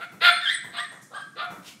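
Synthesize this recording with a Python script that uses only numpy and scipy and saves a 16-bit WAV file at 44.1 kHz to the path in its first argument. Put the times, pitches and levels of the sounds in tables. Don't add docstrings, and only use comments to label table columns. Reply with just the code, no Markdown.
import sys
import numpy as np
from scipy import signal
from scipy.fft import rfft, irfft
from scipy.io import wavfile
from scipy.ndimage import uniform_filter1d, minimum_filter1d

SR = 44100
rng = np.random.default_rng(int(sys.argv[2]) if len(sys.argv) > 2 else 0)


def wrap_up_sound(samples):
    columns = np.atleast_2d(samples).T
    tamed = np.clip(columns, -1, 1)
    steps = np.round(tamed * 32767).astype(np.int16)
    wavfile.write(sys.argv[1], SR, steps)


N = 79380


def undb(db):
    return 10 ** (np.asarray(db) / 20)


def unit(x):
    return x / np.sqrt(np.mean(x ** 2) + 1e-20)


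def by_hz(hz, points):
    point_hz, value = np.array(points, float).T
    return np.interp(np.log(np.maximum(hz, 1)), np.log(point_hz), value)


def colour(x, points):
    gain = undb(by_hz(np.fft.rfftfreq(N, 1 / SR), points))
    return unit(irfft(rfft(x) * gain, N))


def cut(x, hz, kind, order):
    sos = signal.butter(order, np.minimum(hz, SR / 2 - 100), kind, fs=SR, output="sos")
    return signal.sosfilt(sos, x)


def resonate(x, hz, width_hz):
    b, a = signal.iirpeak(hz, hz / width_hz, fs=SR)
    return signal.filtfilt(b, a, x)


def wobble(hz):
    return unit(cut(rng.standard_normal(N), hz, "low", order=2))


def grains():
    contacts_per_s = 5000
    return rng.standard_normal(N) * (rng.random(N) < contacts_per_s / SR)


def rumble():
    # frequency in Hz, relative level in dB.
    rumble_spectrum = [(20, -37), (50, -44), (80, -23), (125, 1), (200, 1), (320, -5.5), (600, -17),
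                       (1500, -33), (4000, -25.5), (9000, -25.5), (15500, -42.5)]
    return undb(-56) * colour(rng.standard_normal(N), rumble_spectrum)


def bark_throat(x, mouth_hz, low_db, middle_db, treble_db, air_db):
    # frequency in Hz, width in Hz, relative level in dB.
    treble_resonances = [(3448, 420, -1), (4020, 680, -5)]
    y = resonate(x, mouth_hz, width_hz=174)
    y = y + undb(low_db) * resonate(x, 710, width_hz=175)
    y = y + undb(middle_db) * resonate(x, 2080, width_hz=1350)
    for hz, width_hz, db in treble_resonances:
        y = y + undb(treble_db + db) * resonate(x, hz, width_hz)
    y = cut(y, 4950, "low", order=10)
    y = cut(y, 394, "high", order=4)
    air = resonate(x, 9260, width_hz=7300)
    return unit(y + undb(air_db) * air)


def barks(t):
    # start in seconds, rise in seconds, time from start to release in seconds,
    # first pitch in Hz, pitch at the end of the rise in Hz, voice level in dB, rasp level in dB,
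    # mouth resonance in Hz, then levels of the low, middle and treble resonances, of the air
    # and of the nearly closed mouth, all in dB.
    bark_rows = [(-.01, 0.022, 0.052, 624, 693.4, -42, -36, 1390, -10.5, -11, -23, -37, -52),
                 (0.204, 0.046, 0.085, 603.7, 710.9, -14.5, -15.5, 1462, -17.5, -6.5, -7.5, -35, -42.5),
                 (0.719, 0.048, 0.082, 703, 721, -38.5, -33.5, 1204, -10.5, -11.5, -6.5, -39, -61),
                 (1.1, 0.0636, 0.095, 520, 580.7, -42.5, -38, 1227, -9, -47, -21, -56, -50.5),
                 (1.352, 0.047, 0.07, 565.3, 599, -34, -33.5, 1282, -13, -14, -13.5, -50, -45),
                 (1.404, 0.025, 0.045, 699.7, 715, -31.5, -33.5, 1322, -9.5, -23.5, -21.5, -43.5, -53)]
    release_s, sag_hz_per_s = 0.0098, 356
    jitter, shimmer = 0.0181, 0.17
    half_pitch_db, source_tilt = -4.5, 0.32
    opening_s = 0.015
    out = 0
    for (start, rise, length, first_hz, top_hz, voice_db, rasp_db, mouth_hz,
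         low_db, middle_db, treble_db, air_db, closed_db) in bark_rows:
        age = t - start
        effort = np.clip(age / rise, 0, 1)
        envelope = effort ** 1.01 * np.exp(-np.maximum(age - length, 0) / release_s)

        hz = first_hz + (top_hz - first_hz) * np.sin(effort * np.pi / 2)
        hz = hz - sag_hz_per_s * np.clip(age - rise, 0, length)
        phase = 2 * np.pi * np.cumsum(hz * (1 + jitter * wobble(hz=297))) / SR

        folds = 0
        for k in range(1, 9):
            half_pitch = undb(half_pitch_db) * np.cos((k + .5) * phase)
            folds = folds + (np.cos(k * phase) + half_pitch) / k ** source_tilt
        folds = folds * (1 + shimmer * wobble(hz=187))
        rasp = rng.standard_normal(N) * (1 + 0.3 * np.cos(phase)) * (1 + 0.18 * wobble(hz=150))

        tract = mouth_hz, low_db, middle_db, treble_db, air_db
        voice = undb(voice_db) * bark_throat(folds, *tract)
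        hoarseness = undb(rasp_db) * bark_throat(rasp, *tract)
        opening = np.maximum(age, 0) / opening_s
        mouth_ring = unit(resonate(rasp, 485, width_hz=210))
        closed = opening * np.exp(1 - opening) * undb(closed_db) * mouth_ring
        out = out + closed + envelope * (voice + hoarseness)
    return out


def paws(t):
    # start in seconds, thump level in dB, pen rattle level in dB, claw tick level in dB.
    blow_rows = [(0.116, -45.5, -52, -86), (0.273, -48, -47, -49), (.637, -46.5, -46.5, -69),
                 (0.914, -73, -46, -59), (1.014, -59, -76, -53), (1.196, -68, -66, -75),
                 (1.501, -42, -41.5, -58.5), (1.57, -48, -54, -75)]
    # frequency in Hz, level in dB, 60 dB decay time in seconds.
    panel_modes = [(125, -6, 0.28), (189.7, -5, 0.53)]
    # frequency in Hz, relative level in dB.
    thump_spectrum = [(45, -29), (75, -9), (115, -7), (185, -2), (270, -5), (500, -13.5), (1500, -33)]
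    rattle_spectrum = [(300, -13), (650, -5), (1250, -7), (2000, -13.5), (4000, -51.5), (9000, -53)]
    claw_spectrum = [(2000, -11), (4500, 1), (7000, 12.5), (10000, 6), (15000, -6)]
    rise_s, decay_s = 0.0039, 0.056
    out = 0
    for start, thump_db, rattle_db, claw_db in blow_rows:
        age = np.maximum(t - start, 0)
        push = np.minimum(age / rise_s, 1)
        envelope = push * np.exp(-np.maximum(age - rise_s, 0) / decay_s)
        ring = 0
        for hz, db, t60 in panel_modes:
            ring = ring + push * undb(db - 60 * age / t60) * np.sin(2 * np.pi * hz * age)
        thump = ring + envelope * colour(rng.standard_normal(N), thump_spectrum)
        rattle = undb(rattle_db) * colour(grains(), rattle_spectrum)
        claws = undb(claw_db) * colour(grains(), claw_spectrum)
        out = out + undb(thump_db) * thump + envelope * (rattle + claws)
    return out


def clear_voice(t):
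    # start in seconds, length in seconds, first pitch in Hz, last pitch in Hz,
    # fundamental level in dB, octave level in dB.
    clear_rows = [(.232, .08, 712, 698, -33, -40), (.278, .036, 692, 680, -42, -18),
                  (.735, .055, 710, 704, -41, -50), (1.412, .036, 722, 715, -41, -38)]
    out = 0
    for start, length, first_hz, last_hz, fundamental_db, octave_db in clear_rows:
        u = np.clip((t - start) / length, 0, 1)
        hz = (first_hz + (last_hz - first_hz) * u) * (1 + .008 * wobble(hz=252))
        phase = 2 * np.pi * np.cumsum(hz) / SR
        tone = undb(fundamental_db) * np.sin(phase) + undb(octave_db) * np.sin(2 * phase)
        out = out + np.sqrt(2 * np.abs(np.sin(np.pi * u))) * tone
    return out


def whines(t):
    # start in seconds, length in seconds, first frequency in Hz,
    # last frequency in Hz, level in dB.
    whine_rows = [(0.311, 0.034, 8680, 8990, -38.5), (0.333, 0.063, 8850, 8400, -44.5),
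                  (0.502, 0.057, 8250, 8670, -43), (0.529, 0.03, 8960, 8770, -35),
                  (0.54, 0.0182, 8600, 7620, -38.5), (0.548, 0.038, 8100, 7970, -39.5),
                  (0.765, 0.049, 8460, 8250, -43), (0.771, 0.085, 1171, 1219, -37.5),
                  (0.828, 0.078, 8350, 8410, -53.5), (0.897, 0.047, 8400, 8700, -57),
                  (1.143, .065, 8420, 8740, -52.5), (1.154, 0.038, 1120, 1180, -41.5)]
    out = 0
    for start, length, first_hz, last_hz, db in whine_rows:
        u = np.clip((t - start) / length, 0, 1)
        hz = (first_hz + (last_hz - first_hz) * u) * (1 + 0.00403 * wobble(hz=257))
        swell = np.sqrt(2 * np.abs(np.sin(np.pi * u)))
        out = out + undb(db) * swell * np.sin(2 * np.pi * np.cumsum(hz) / SR)
    return out


def yelps(t):
    # time in seconds, pitch in Hz, level in dB.
    yelp_curves = [
        [(.405, 1890, -32), (.425, 1765, -32), (.445, 1794, -27), (.458, 1603, -25.5), (.474, 1588, -23.5),
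         (.49, 1752, -18.5), (.507, 1916, -23.5), (.535, 2061, -26.5), (.555, 1782, -24.5)],
        [(.765, 1396, -45.5), (.783, 1610, -31.5), (.797, 1878, -27.5), (.812, 1952, -33), (.835, 1892, -33),
         (.855, 1784, -34.5)],
        [(1.135, 1480, -39.5), (1.158, 1640, -35.5), (1.18, 1621, -36.5), (1.222, 1593, -39),
         (1.25, 1569, -48.5)],
    ]
    octave_levels = [0, -3.5, -18]
    pitch_jitters = [.02, .02, .008]
    overtone_levels = [-30, -35, -33, -42, -49]
    # octave frequency in Hz, gain in dB.
    octave_gain = [(3200, 4), (3500, 0), (3800, -8), (4050, -10.5)]
    # frequency in Hz, relative level in dB.
    rasp_spectrum = [(1100, -31), (1500, -20), (2100, -9), (2750, -2), (3300, -5), (3800, -10),
                     (5000, -2.5), (5800, -22), (7500, -15), (13000, -29), (15000, -27)]
    shimmer, rasp_db, edge_s = 0.27, -19.5, 0.0044
    out = 0
    for curve, octave_db, jitter in zip(yelp_curves, octave_levels, pitch_jitters):
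        s, pitch_hz, db = np.array(curve).T
        hz = np.interp(t, s, pitch_hz)
        phase = 2 * np.pi * np.cumsum(hz * (1 + jitter * wobble(hz=336))) / SR
        octave = octave_db + by_hz(2 * hz, octave_gain)
        tone = 0
        for k, harmonic_db in enumerate([0, octave, *overtone_levels], start=1):
            tone = tone + undb(harmonic_db) * np.sin(k * phase)
        rasp = undb(rasp_db) * colour(rng.standard_normal(N), rasp_spectrum)
        gate = np.clip(np.minimum(t - s[0], s[-1] - t) / edge_s, 0, 1)
        level = gate * undb(np.interp(t, s, db)) * (1 + shimmer * wobble(hz=231))
        out = out + (unit(tone) + rasp) * level
    return out


def scrape(t):
    # frequency in Hz, relative level in dB.
    scrape_spectrum = [(300, -2), (900, -3), (1800, -1.5), (2800, 6.5), (5500, -1), (9500, -7),
                       (15000, -13.5)]
    start_s, peak_s, end_s = 1.619, 1.678, 1.759
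    pressure = np.interp(t, [start_s, peak_s, end_s], [0, 1, 0]) ** 0.95
    return undb(-43.5) * pressure * colour(grains(), scrape_spectrum)


def room(x, t):
    # frequency in Hz, 60 dB decay time in seconds.
    decay_times = [(100, 0.55), (700, 0.48), (1600, 0.67), (3500, 0.52), (8500, 0.46), (15000, 0.39)]
    direct_db, early_db, early_decay_s = 3, 6.5, 0.0096
    even_hz = 70
    f, spectrum = np.fft.rfftfreq(N, 1 / SR), rfft(rng.standard_normal(N))
    edges = [0, 300, 600, 1100, 2400, 5000, 10000, SR]
    tail = 0
    for lo, hi in zip(edges, edges[1:]):
        band = irfft(spectrum * ((f >= lo) & (f < hi)), N)
        t60 = by_hz((lo + hi) / 2, decay_times)
        tail = tail + band * np.exp(-np.log(1000) * t / t60)
    early = grains() * np.exp(-t / early_decay_s)
    reflections = (unit(tail) + undb(early_db) * unit(early)) / np.sqrt(N)
    gain = rfft(reflections + undb(direct_db) * (t == 0))
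    gain = gain / np.sqrt(uniform_filter1d(np.abs(gain) ** 2, size=int(even_hz * N / SR)))
    response = irfft(gain, N)[:N // 2]
    return signal.fftconvolve(x, response / np.linalg.norm(response))[:N]


def scene():
    t = np.arange(N) / SR
    dog = barks(t) + paws(t) + clear_voice(t) + whines(t) + yelps(t) + scrape(t)
    return (room(dog, t) + rumble())[None]


def record(dry):
    # frequency in Hz, gain in dB.
    microphone_response = [(20, -15), (50, -13), (100, -2.5), (860, -1), (980, 2.5), (1100, -0.5),
                           (5000, -0.5), (5700, 2), (6700, 0.5), (13500, 1.5), (15000, -3)]
    limit, window_s = undb(-3.5), .004
    colouring = undb(by_hz(np.fft.rfftfreq(2 * N, 1 / SR), microphone_response))
    heard = irfft(rfft(dry, 2 * N) * colouring)[:, :N]
    size = int(window_s * SR)
    gain = limit / np.maximum(np.abs(heard), limit)
    heard = heard * uniform_filter1d(minimum_filter1d(gain, size=size), size=size)
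    top_hz = 15650
    return signal.sosfilt(signal.ellip(10, .2, 80, top_hz, fs=SR, output="sos"), heard)


dry = scene()
out = record(dry)
wrap_up_sound(out)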